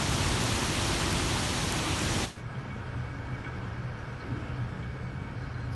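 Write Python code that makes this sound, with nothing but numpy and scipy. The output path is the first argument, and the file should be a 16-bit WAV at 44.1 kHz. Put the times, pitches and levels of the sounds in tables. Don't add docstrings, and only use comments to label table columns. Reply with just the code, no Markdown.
import sys
import numpy as np
from scipy import signal
from scipy.io import wavfile
from scipy.ndimage import uniform_filter1d

SR = 44100
rng = np.random.default_rng(int(sys.argv[2]) if len(sys.argv) > 2 else 0)


def pcm_store(signal):
    levels = np.round(np.clip(np.atleast_2d(signal), -1, 1) * 32767)
    wavfile.write(sys.argv[1], SR, levels.astype(np.int16).T)


N = 253573
T = np.arange(N) / SR
INDOORS_START_S = 2.358


def gain_of(db):
    return 10 ** (np.asarray(db) / 20)


def evened(x):
    return x / np.sqrt(np.mean(x ** 2) + 1e-20)


def curve(points):
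    t, db = np.transpose(points)
    return np.interp(T, t, db)


def read(points, hz):
    f, db = np.transpose(points)
    return np.interp(np.log(hz + 1), np.log(f + 1), db, left=-120, right=-120)


def wander(x, size):
    return evened(uniform_filter1d(uniform_filter1d(x, size=size), size=size))


def noise(spectrum, size, modes=(), patchy_db=0., flicker_db=0.):
    hop, hz = size // 4, np.fft.rfftfreq(size, 1 / SR)
    a, b, patches = rng.standard_normal((N // hop + 5, len(hz), 3)).T
    patches = uniform_filter1d(patches, size=12, axis=0)
    patches = evened(uniform_filter1d(patches, size=10, axis=1))
    flicker = evened(uniform_filter1d(rng.standard_normal(a.shape[1]), size=5))
    resonances = sum(db / (1 + (2 * (hz - f) / width) ** 2) for f, width, db in modes)
    shape = gain_of(read(spectrum, hz) + resonances)
    frames = (a + 1j * b) * shape[:, None] * gain_of(patchy_db * patches + flicker_db * flicker)
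    return evened(signal.istft(frames, nperseg=size, noverlap=size - hop)[1][:N])


def band_noise(low_hz, high_hz, size):
    sos = signal.butter(3, [low_hz, high_hz], "band", fs=SR, output="sos")
    return signal.sosfilt(sos, rng.standard_normal(size))


def tick(hz, turns, rise=0.):
    u = np.arange(-200, 200) / SR * hz
    return np.cos(2 * np.pi * u * (1 + rise * u)) * np.exp(-.5 * (u / turns) ** 2)


def scatter(per_s, uneven_db, pitches, turns):
    size = gain_of(uneven_db * np.minimum(rng.exponential(1, N), 5))
    size = size * (rng.random(N) < per_s / SR)
    kind = rng.integers(0, len(pitches), N)
    layers = (signal.oaconvolve(size * (kind == k), tick(hz, turns), "same")
              for k, hz in enumerate(pitches))
    return evened(sum(layers))


def add(mix, s, sound):
    part = mix[round(s * SR):][:len(sound)]
    part += sound[:len(part)]


def drops():
    return scatter(per_s=590, uneven_db=1.6, pitches=np.geomspace(2500, 11000, 16), turns=0.97)


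def rain(storm_db):
    # [relative, per Hz]
    colour = [(180, -34), (300, -8), (356, -3), (492, -12.5), (870, -4.5), (1720, -9.5), (3230, -10),
              (6080, -13.5), (9520, -18.5), (11300, -22), (12000, -32), (15600, -67), (22000, -120)]
    # f/Hz, width/Hz, level/dB
    hollows = [(4930, 290, -3.5), (7620, 350, -3.5), (10300, 780, -3)]
    level_db, storm_share, drops_db = -32, 0.23, -17.5
    hiss = noise(colour, size=512, modes=hollows, patchy_db=1.0, flicker_db=0.08)
    return gain_of(level_db + storm_share * storm_db) * evened(hiss + gain_of(drops_db) * drops())


def gusts(storm_db):
    # [relative, per Hz]
    colour = [(53, -33), (90, 3), (199, -5.5), (241, -4), (280, -9.5), (350, -8), (420, -17.5), (600, -15),
              (780, -28), (1320, -120)]
    level_db, storm_share = -32.5, 0.17
    return gain_of(level_db + storm_share * storm_db) * noise(colour, size=4096, patchy_db=0.7)


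def thud(storm_db):
    # [relative, per Hz]
    colour = [(12, -41), (20, -18), (54, 9.5), (110, 0), (140, -18), (240, -120)]
    return gain_of(-37.5 + storm_db) * noise(colour, size=8192)


def add_close_drops(mix):
    # t/s [centre], level/dB [peak], f/Hz
    close_drops = [(.4395, -24, 9000), (1.1280, -24, 8500), (1.7237, -19, 8200), (1.9925, -23, 6200)]
    for s, db, hz in close_drops:
        add(mix, s - 200 / SR, gain_of(db) * tick(hz, turns=1.7, rise=.09))


def outdoors():
    # t/s, level/dB [relative]
    storm = [(0, -3), (.2, 2), (1.3, 0), (1.75, -5), (2.0, -4), (2.25, -1.5)]
    # t/s, level/dB [relative]
    fade = [(2.245, 0), (2.265, -8.5), (2.29, -10), (2.34, -19.5), (2.4, -22.5), (2.46, -46), (2.52, -56)]
    storm_db = curve(storm)
    out = rain(storm_db) + gusts(storm_db) + thud(storm_db)
    add_close_drops(out)
    return out * gain_of(curve(fade)) * (T < fade[-1][0])


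def boom(wind_db):
    # [relative, per Hz]
    colour = [(60, -33), (95, -7), (140, -1), (165, -9.5), (210, -6), (330, -21.5), (500, -13), (700, -56)]
    # f/Hz, width/Hz, level/dB [above the boom]
    room_modes = [(122, 24, 1), (180, 23, 9), (280, 38, 9.5)]
    level_db, wind_share = -43, 0.4
    return gain_of(level_db + wind_share * wind_db) * noise(colour, size=8192, modes=room_modes, patchy_db=2.0)


def hum():
    # t/s [centre], length/s, f/Hz, level/dB [RMS at the centre]
    throbs = [(2.586, 0.057, 128, -33.5), (3, 0.15, 122, -33), (3.204, 0.053, 113.7, -37),
              (3.3, .12, 132, -36.5), (3.798, 0.065, 123.6, -33), (3.856, 0.05, 122, -34),
              (4.334, 0.05, 122.2, -30), (4.625, 0.11, 118.9, -31), (4.884, 0.17, 123.5, -37),
              (5.049, 0.1, 122, -36.5), (5.598, 0.23, 121.3, -37.5), (5.729, 0.12, 119, -37)]
    mean_hz, drift_hz, tremble_hz = 122.6, 5, 7.5
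    level_db, waver, rise_s = -42.5, 0.44, 0.066
    quick, wobble, slow = rng.standard_normal((3, N))
    hz = mean_hz + drift_hz * wander(slow, 5000) + tremble_hz * wander(quick, 1200)
    gain = gain_of(level_db) * (1 + waver * wander(wobble, 1200))
    gain = gain * np.clip((T - INDOORS_START_S) / rise_s, 0, 1)
    for s, length, throb_hz, db in throbs:
        swell = np.cos(np.pi * np.clip((T - s) / length, -.5, .5)) ** 2
        hz = hz + np.sqrt(swell) * (throb_hz - hz)
        gain = gain + swell * (gain_of(db) - gain)
    return np.sqrt(2) * gain * np.sin(2 * np.pi * np.cumsum(hz) / SR)


def whine():
    mean_hz, wander_hz, level_db, beads_db = 2242, 26, -62, 4
    pitch, beads = (wander(v, 500) for v in rng.standard_normal((2, N)))
    phase = 2 * np.pi * np.cumsum(mean_hz + wander_hz * pitch) / SR
    return np.sqrt(2) * gain_of(level_db + beads_db * beads) * np.sin(phase)


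def rumble():
    # t/s, level/dB [RMS]
    level = [(2.36, -45), (2.55, -50), (2.75, -42), (3.5, -41.5), (3.85, -42), (4.15, -42.5), (4.5, -41.5),
             (5.2, -43.5), (5.75, -38.5)]
    # [relative, per Hz]
    colour = [(12, -45), (20, -15), (35, -11), (60, -4), (78, -1), (95, -1.5), (130, -16)]
    return gain_of(curve(level)) * noise(colour, size=8192)


def leak(wind_db):
    # [relative, per Hz]
    colour = [(180, -40), (300, -2.5), (702, -5), (932, -7), (1180, -7.5), (1590, -5.5), (1970, -13),
              (2250, -13), (2410, -14), (4500, -26.5), (5850, -33.5), (9900, -120)]
    # f/Hz, width/Hz, level/dB [above the leak]
    frame_modes = [(796, 18, 1), (836, 35, 1), (926, 26, 8), (1106, 50, 3.5), (1270, 30, 6),
                   (1310, 49, 3.5), (1416, 54, 2.5), (1520, 32, 7), (1641, 38, 7), (1862, 35, 4),
                   (2200, 38, 0.5), (2223, 35, 4.5), (3110, 46, 5)]
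    air = noise(colour, size=4096, modes=frame_modes, patchy_db=0.3, flicker_db=0.5)
    return gain_of(-44.5 + wind_db) * air


def far_rain(wind_db):
    # [relative, per Hz]
    colour = [(2400, -58), (4300, -3.5), (5300, -4.5), (7000, -10.5), (9000, -14), (11200, -19.5),
              (12100, -27)]
    level_db, wind_share = -65, 0.89
    hiss = noise(colour, size=1024, modes=[(7900, 90, 4)], patchy_db=2.3, flicker_db=.6)
    return gain_of(level_db + wind_share * wind_db) * hiss


def rustle(wind_db):
    grains = scatter(per_s=90, uneven_db=2.1, pitches=np.geomspace(2500, 3500, 8), turns=4.5)
    return gain_of(-67.5 + 2.1 * wind_db) * grains


def shove(length, low_hz, high_hz, db):
    size = round(length * SR)
    band = band_noise(low_hz, high_hz, size + 4000)[4000:]
    return gain_of(db) * evened(band) * signal.windows.tukey(size, .8)


def knock(db, t60, hz, top_hz, lag):
    # f/Hz, level/dB [relative]
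    pane_modes = [(928, -4), (1290, 4), (1510, 3), (1650, -5), (1855, -6), (2245, 6), (2700, -9),
                  (3250, -8)]
    rise_s, first_hz, puff_db = .012, 2300, -9
    t = np.arange(round((t60 + 2 * lag) * SR)) / SR

    def fall(u):
        return np.clip(u / rise_s, 0, 1) * gain_of(-60 * u / t60)

    ring = 0
    for f, mode_db in pane_modes:
        level = gain_of(mode_db - 8.2 * abs(np.log2(f / hz)))
        delay = lag * max(np.log2(first_hz / f), 0)
        ring = ring + level * fall(t - delay) * np.sin(2 * np.pi * (f * t + rng.random()))
    puff = band_noise(hz / 2.1, top_hz, len(t)) * fall(t)
    return gain_of(db) * evened(evened(ring) + gain_of(puff_db) * evened(puff))


def whistle(length, first_hz, last_hz, width, db, steady):
    accent_db, accent_s, flutter, flutter_hz = 6, .022, .25, 24
    t = np.arange(round(length * SR)) / SR
    raw = rng.standard_normal((2, len(t) + 4000))
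    a, b = signal.lfilter(*signal.butter(2, width / 2, fs=SR), raw)[:, 4000:]
    phase = 2 * np.pi * np.cumsum(np.geomspace(first_hz, last_hz, len(t))) / SR
    band = (a + steady * a.std()) * np.cos(phase) + b * np.sin(phase)
    shape = np.minimum(t / 0.0048, 1) * np.minimum((length - t) / 0.011, 1)
    shape = shape * (1 + flutter * np.cos(2 * np.pi * flutter_hz * t))
    accent = accent_db * np.exp(-(t / accent_s) ** 2)
    return gain_of(db + accent) * evened(band) * shape


def closing_hiss():
    # t/s, level/dB [RMS]
    level = [(5.7, -78), (5.73, -55), (5.745, -59)]
    # [relative, per Hz]
    colour = [(2350, -42), (4000, -12), (4410, -10), (4900, 0), (8590, -31), (9080, -14), (10100, -12),
              (12100, -19), (15700, -49), (22000, -120)]
    return gain_of(curve(level)) * (T > level[0][0]) * noise(colour, size=512)


def indoors():
    # t/s, level/dB [relative]
    wind = [(2.36, -5), (2.55, 0), (3.1, -.5), (3.45, 0.5), (3.85, -1), (4.3, 0.5), (5.2, -2), (5.5, -1.5),
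            (5.75, -1)]
    # t/s [start], length/s, low f/Hz, high f/Hz, level/dB [before the swell shape]
    shoves = [(2.63, 0.28, 200, 320, -50), (3.428, 0.087, 241, 333, -45.5), (4.171, 0.32, 160, 360, -41),
              (4.221, 0.46, 2300, 3280, -62), (5.3, 0.3, 3870, 5300, -65)]
    # t/s, level/dB [RMS], t60/s, pitch f/Hz, top of the puff f/Hz, lag/s [per lower octave]
    knocks = [(2.70, -57, 0.2, 2240, 2400, .01), (3.438, -49, 0.14, 1600, 2500, .03),
              (4.195, -60, .16, 2000, 2600, .01), (4.822, -58.5, 0.16, 2300, 3300, .01)]
    # t/s [start], length/s, first f/Hz, last f/Hz, width/Hz, level/dB [before accent and shape],
    # steadiness [core against noise]
    whistles = [(4.2, .028, 4250, 4150, 450, -61, 0.6), (4.42, .18, 2550, 2950, 350, -66, .6),
                (4.485, .03, 2780, 2740, 250, -63, .8), (4.824, .045, 3200, 3050, 450, -65, .5),
                (5.432, .04, 4170, 4110, 100, -69, 1.5), (5.54, .148, 4120, 4165, 200, -65, 1.35)]
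    wind_db = curve(wind)
    out = boom(wind_db) + hum() + whine() + rumble()
    out += leak(wind_db) + far_rain(wind_db) + rustle(wind_db)
    for make, events in ((shove, shoves), (knock, knocks), (whistle, whistles)):
        for s, *settings in events:
            add(out, s, make(*settings))
    out += closing_hiss()
    return out * np.clip((T - INDOORS_START_S) / 0.0029, 0, 1)


def scene():
    mono = outdoors() + indoors()
    return np.array([mono, mono])


def record(dry):
    edge_hz = 11950
    lowpass = signal.firwin(1023, edge_hz, window=("kaiser", 9), fs=SR)
    return signal.oaconvolve(dry, lowpass[None], "same")


dry = scene()
out = record(dry)
pcm_store(out)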